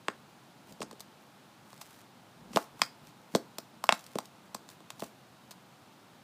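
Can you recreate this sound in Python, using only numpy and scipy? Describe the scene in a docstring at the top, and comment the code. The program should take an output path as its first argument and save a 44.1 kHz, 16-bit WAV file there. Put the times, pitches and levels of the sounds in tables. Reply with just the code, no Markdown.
"""A garden: block-heeled platform boots take a few slow steps from a lawn onto a concrete path and back.
Heel and sole knock and rock on the slab, each contact ringing the boot's damped modes. Grit cracks
under them in clumps of clicks, grass and leaves rustle in tiny snaps, trouser legs swish dully.
The garden returns a short scattered echo of the steps over a quiet distant hum."""
import sys
import numpy as np
from scipy import signal
from scipy.fft import rfft, irfft
from scipy.io import wavfile

SR = 44100
rng = np.random.default_rng(int(sys.argv[2]) if len(sys.argv) > 2 else 0)


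def store_wav(level_fs):
    """Save 16-bit WAV to argv[1]."""
    pcm = np.round(np.clip(np.atleast_2d(level_fs), -1, 1) * 32767)
    wavfile.write(sys.argv[1], SR, pcm.T.astype(np.int16))


N = 274743
IMPACT_T = np.arange(int(.06 * SR)) / SR   # time axis of one impact, s

# boot modes: f/Hz, level/dB, t60/s
BOOT_MODES = [(221, -6, 0.038), (330, 22, .02), (415, 28, .018), (525, 18, 0.026), (686, 4, 0.035),
              (874, 10.5, 0.014), (1057, 11, 0.017), (1213, -9, 0.036), (1730, 2.5, 0.0074),
              (2200, 2, 0.0097), (2672, 8.5, 0.0093), (3180, 1.5, 0.014), (3450, -2, 0.015)]
# landing -> sole thud/dB, hollow body/dB, heel clack/dB, tip click/dB, tip f/Hz, crunch length/s
LANDING_TYPES = {"heel": (-15, -24, 0, -3, 2400, .0017), "toecap": (-12, -3, 0, -3, 1700, .0014),
                 "edge": (-12, -13, 0, -21, 2600, .002), "flat": (-3.5, .5, -4, -25, 2800, .002),
                 "turf": (0, -16, -24, -28, 1800, .002), "scuff": (-10, -5, 0, -6, 2200, .008)}
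# ground contacts: t/s, landing, level/dB, extra weight/dB, clack f/Hz, grit/dB, stalks/dB
CONTACTS = [(0.0839, "toecap", -30, 0, 1160, -46, -66), (0.8055, "flat", -49, 11, 720, -56, -69),
            (0.819, "scuff", -39, -2, 1100, -45, -62), (0.829, "flat", -39, -2, 720, -49, -64),
            (0.912, "edge", -51.5, 8, 1050, -56, -65), (0.9295, "flat", -62, 14, 650, -63, -74),
            (1.006, "edge", -56, 9, 900, -50, -48.5), (1.7306, "edge", -53, 0, 1000, -62, -75),
            (1.815, "scuff", -50, -7, 990, -50, -51.5), (2.507, "turf", -46, 0, 650, -75, -80),
            (2.534, "scuff", -53, 4, 1000, -55, -70), (2.5464, "turf", -41, 0, 650, -70, -75),
            (2.5613, "flat", -29, 4, 795, -31, -45), (2.5717, "edge", -20, -6, 780, -42, -43),
            (2.796, "edge", -50, 0, 1100, -66, -75), (2.8182, "heel", -26, 0, 1140, -24.5, -41),
            (3.3394, "turf", -38, 0, 650, -70, -75), (3.3507, "flat", -18.5, -1.5, 560, -30, -50),
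            (3.5846, "flat", -37, -6, 680, -42.5, -44.5), (3.8404, "edge", -31.5, -7, 1020, -43.5, -45),
            (3.8918, "heel", -18, -9, 800, -32, -50), (3.9247, "heel", -26.5, 4, 880, -30.5, -50),
            (4.156, "flat", -33, 3, 716, -51, -65), (4.1868, "edge", -32, 0, 940, -41.5, -48),
            (4.5485, "edge", -37.5, 4, 1080, -44.5, -52), (4.69, "heel", -57, -8, 1000, -55, -68),
            (4.805, "flat", -53, -3, 700, -68, -78), (4.9045, "heel", -49.5, -4, 1100, -48.5, -56),
            (4.997, "edge", -51, 4, 900, -55.5, -57), (5.0228, "flat", -32, -3.5, 660, -63, -64),
            (5.036, "edge", -47, 3, 660, -57, -54), (5.512, "scuff", -56, 3, 1000, -50.5, -54)]


def boot_knocks(focus_db_per_octave=17, scatter_db=1.2, detune=.015, part_lag_s=.00025):
    """Each contact rings the boot's modes; the spot that lands sets each part's share."""
    out = np.zeros(N)
    hz, mode_db, t60_s = np.transpose(BOOT_MODES)
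    lowest_hz = [160, 310, 560, 1400]   # sole, body, heel, tip: smaller parts radiate less bass
    part = np.searchsorted(lowest_hz[1:], hz)
    radiation = [signal.butter(3, edge, "high", fs=SR, output="sos") for edge in lowest_hz]
    decays = from_db(-60 * IMPACT_T / t60_s[:, None])
    for start_s, landing, level_db, weight_db, clack_hz, *_ in CONTACTS:
        *share_db, tip_hz, _ = LANDING_TYPES[landing]
        part_db = level_db + np.array(share_db) + [weight_db, weight_db, 0, 0]
        favoured_hz = np.choose(part, [hz, hz, clack_hz, tip_hz])
        focus_db = -focus_db_per_octave * np.abs(np.log2(hz / favoured_hz))
        gains = from_db(mode_db + focus_db + scatter_db * rng.standard_normal(len(hz)))
        detuned_hz = hz * (1 + detune * rng.standard_normal(len(hz)))
        rings = gains[:, None] * np.sin(2 * np.pi * np.outer(detuned_hz, IMPACT_T)) * decays
        for k, db in enumerate(part_db):
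            radiated = signal.sosfilt(radiation[k], rings[part == k].sum(axis=0))
            lag_s = part_lag_s * (2 - k)   # hard tip first, soft sole last
            add(out, start_s + lag_s, impact_level(radiated, db))
    return out


# spectra of coarse grit, fine grit and stalks: f/Hz, level/dB
COARSE_GRIT_SPECTRUM = [(150, -27), (600, -31), (1200, 0), (2000, -4.5), (3200, 3), (4200, 7), (5300, 4),
                        (6200, -2), (9000, -10), (16000, -81)]
FINE_GRIT_SPECTRUM = [(200, -41), (2000, -56), (5000, -3), (6500, -3.5), (8000, -1.5), (9500, -6),
                      (11000, -16.5), (16000, -28)]
STALK_SPECTRUM = [(200, -77), (5000, -34), (9000, -12.5), (11000, 6.5), (14500, 8.5), (15500, 3.5)]


def crunch(coarse_db, stalks_db, length_s, knee_db=-41.5, tail_db=-24, tail_s=.0075):
    """A clump of grains breaks in milliseconds; a few stragglers follow."""
    fine_db = coarse_db - .6 * max(coarse_db - knee_db, 0)   # heavy contacts shatter mostly coarse grit
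    age = 2 * IMPACT_T / length_s
    pressure = age * np.exp(-age) + from_db(tail_db) * np.exp(-IMPACT_T / tail_s)
    spectra = COARSE_GRIT_SPECTRUM, FINE_GRIT_SPECTRUM, STALK_SPECTRUM
    out = 0
    for spectrum, db in zip(spectra, (coarse_db, fine_db, stalks_db)):
        breaks = pressure * grains(len(IMPACT_T), per_s=14000, spread_db=5.5)
        out = out + impact_level(coloured(breaks, spectrum), db)
    return out


# lone grains or dry leaves under a standing boot: t/s, level/dB
LONE_CRACKS = [(0.724, -59), (0.9974, -59), (1.011, -57), (1.778, -65), (3.071, -62), (3.359, -40),
               (3.8685, -58), (3.993, -58), (4.0413, -59), (4.0648, -55), (4.256, -57), (4.546, -50),
               (4.701, -60), (5.004, -52), (5.041, -53)]


def ground_crunches(lead_s=.0003, crack_s=.002):
    """Grit and stalks give way just before the full weight lands; lone grains crack in between."""
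    out = np.zeros(N)
    for start_s, landing, *_, grit_db, stalks_db in CONTACTS:
        length_s = LANDING_TYPES[landing][-1]
        add(out, start_s - lead_s - length_s / 2, crunch(grit_db, stalks_db, length_s))
    for start_s, db in LONE_CRACKS:
        add(out, start_s - crack_s / 2, crunch(db, stalks_db=db - 4, length_s=crack_s))
    return out


# boot through grass: t/s, hold/s, level/dB
GRASS_STROKES = [(.69, .02, -62), (1.68, .12, -66), (1.82, .18, -61), (2.56, .06, -52), (2.81, .025, -54),
                 (3.05, .04, -64), (3.34, .02, -59), (3.93, .025, -53), (4.0, .25, -65), (4.70, .02, -61),
                 (5.01, .045, -55)]


def grass_rustle():
    """Tiny snaps of blades and stalks merge into a bright rustle, a few crisper ones on top."""
    spectrum = [(200, -18), (700, -3), (1500, 9.5), (4000, 6), (8000, 5), (12000, 2.5), (15500, 2)]
    snaps = unit_rms(grains(N, per_s=6400, spread_db=5.5))
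    crisp = unit_rms(grains(N, per_s=70, spread_db=3))
    rustle = unit_rms(coloured(snaps + .65 * crisp, spectrum))
    return rustle * stroke_envelope(GRASS_STROKES, attack_s=.025, release_s=.03, rest_db=-76)


# weight shifts: t/s, hold/s, level/dB
SWISH_STROKES = [(.695, .02, -53), (.82, .04, -57), (2.40, .16, -57), (2.73, .03, -56), (3.03, .04, -59),
                 (5.02, .025, -56)]
# cloth and turf spectrum: f/Hz, level/dB
SWISH_SPECTRUM = [(30, -26), (60, -2), (90, -10), (150, 4), (250, 0.5), (450, -9), (900, -10),
                  (3000, -50.5)]


def trouser_swish():
    """Trouser legs and soft turf rumble dully as the weight shifts."""
    rumble = unit_rms(coloured(rng.standard_normal(N), SWISH_SPECTRUM))
    return rumble * stroke_envelope(SWISH_STROKES, attack_s=.02, release_s=.03, rest_db=-82)


# near and far echo spectra: f/Hz, level/dB
NEAR_SPECTRUM = [(100, -23), (300, 8.5), (700, 3), (1000, 1.5), (1500, 7), (3000, -3), (5000, 4.5),
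                 (9000, 1), (15000, 3)]
FAR_SPECTRUM = [(200, -8), (1200, -1.5), (5000, -14), (12000, -22)]


def garden_echo(steps, near_db=-18, near_t60_s=.21, far_db=-30, far_t60_s=1.0, slap_s=.017, slap_db=-25):
    """Legs, ground and a nearby wall scatter the steps; a fainter, duller echo lingers from farther off."""
    t = np.arange(SR // 2) / SR
    build_up = 1 - np.exp(-(t / .004) ** 4)
    decays = from_db(-60 * t / np.array([[near_t60_s], [far_t60_s]]))
    turn = np.pi * np.arange(N) / SR
    out = np.zeros(N)
    for share in (np.cos(turn), np.sin(turn)):   # two sets of paths alternate as the walker moves
        near, far = rng.standard_normal((2, len(t))) * build_up * decays
        near = from_db(near_db) * unit_energy(near)
        add(near, slap_s, from_db([slap_db]))   # one distinct reflection
        far = from_db(far_db) * unit_energy(far)
        response = coloured(near, NEAR_SPECTRUM) + coloured(far, FAR_SPECTRUM)
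        out += signal.fftconvolve(steps * np.abs(share), response)[:N]
    return out


# outdoor hum spectrum: f/Hz, level/dB
HUM_SPECTRUM = [(41, -59), (70, -22), (134, -2), (157, -6.5), (188, -2.5), (269, -6), (403, -12),
                (441, -13), (866, -9.5), (1130, -13), (1360, -14), (1860, -20), (3900, -21.5), (5580, -27),
                (15000, -35.5)]


def distant_hum(level_db=-57.3):
    """Steady far-off noise with little deep bass."""
    return from_db(level_db) * unit_rms(coloured(rng.standard_normal(N), HUM_SPECTRUM))


def stroke_envelope(strokes, attack_s, release_s, rest_db):
    """Each movement swells, holds and dies away over a faint stir at rest."""
    t = np.arange(N) / SR
    power = from_db(rest_db) ** 2
    for start_s, hold_s, db in strokes:
        fade = np.maximum(start_s - t, 0) / attack_s + np.maximum(t - start_s - hold_s, 0) / release_s
        power = power + (from_db(db) * np.exp(-np.minimum(fade, 20))) ** 2
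    return np.sqrt(power)


def grains(samples, per_s, spread_db):
    """Random clicks of uneven size and sign."""
    sizes = from_db(spread_db * np.minimum(rng.exponential(1, samples), 4))
    signs = rng.choice([-1, 1], samples)
    return sizes * signs * (rng.random(samples) < per_s / SR)


def coloured(x, spectrum, size=8192):
    """Minimum-phase filter through points of f/Hz, level/dB."""
    hz, db = np.transpose(sorted(spectrum))
    bin_hz = np.maximum(np.arange(size // 2 + 1) * SR / size, 1)
    gains = from_db(np.interp(np.log(bin_hz), np.log(hz), db))
    cepstrum = irfft(np.log(gains))
    cepstrum[1:size // 2] *= 2
    cepstrum[size // 2 + 1:] = 0
    response = irfft(np.exp(rfft(cepstrum)))
    return signal.fftconvolve(x, response)[:len(x)]


def from_db(db):
    """Decibels to gain."""
    return 10 ** (np.asarray(db) / 20)


def unit_energy(x):
    """Scale to a square sum of 1."""
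    return x / np.sqrt(np.sum(x ** 2) + 1e-20)


def unit_rms(x):
    """Scale to rms 1."""
    return unit_energy(x) * np.sqrt(len(x))


def impact_level(x, db):
    """Scale to the energy of 10 ms at this level."""
    return unit_energy(x) * np.sqrt(SR // 100) * from_db(db)


def add(track, start_s, sound):
    """Mix a sound into the track."""
    at = int(np.clip(round(start_s * SR), 0, N - 1))
    track[at:at + len(sound)] += sound[:N - at]


def scene():
    """Steps and their echo over rustle, swish and hum; mono."""
    steps = boot_knocks() + ground_crunches()
    return (steps + garden_echo(steps) + grass_rustle() + trouser_swish() + distant_hum())[None, :]


def record(dry, low_hz=42, high_hz=15400):
    """The microphone sheds rumble; the top is cut steeply."""
    low_cut = signal.butter(2, low_hz, "high", fs=SR, output="sos")
    high_cut = signal.ellip(10, .2, 80, high_hz, fs=SR, output="sos")
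    return signal.sosfilt(high_cut, signal.sosfilt(low_cut, dry))


dry = scene()
out = record(dry)
store_wav(out)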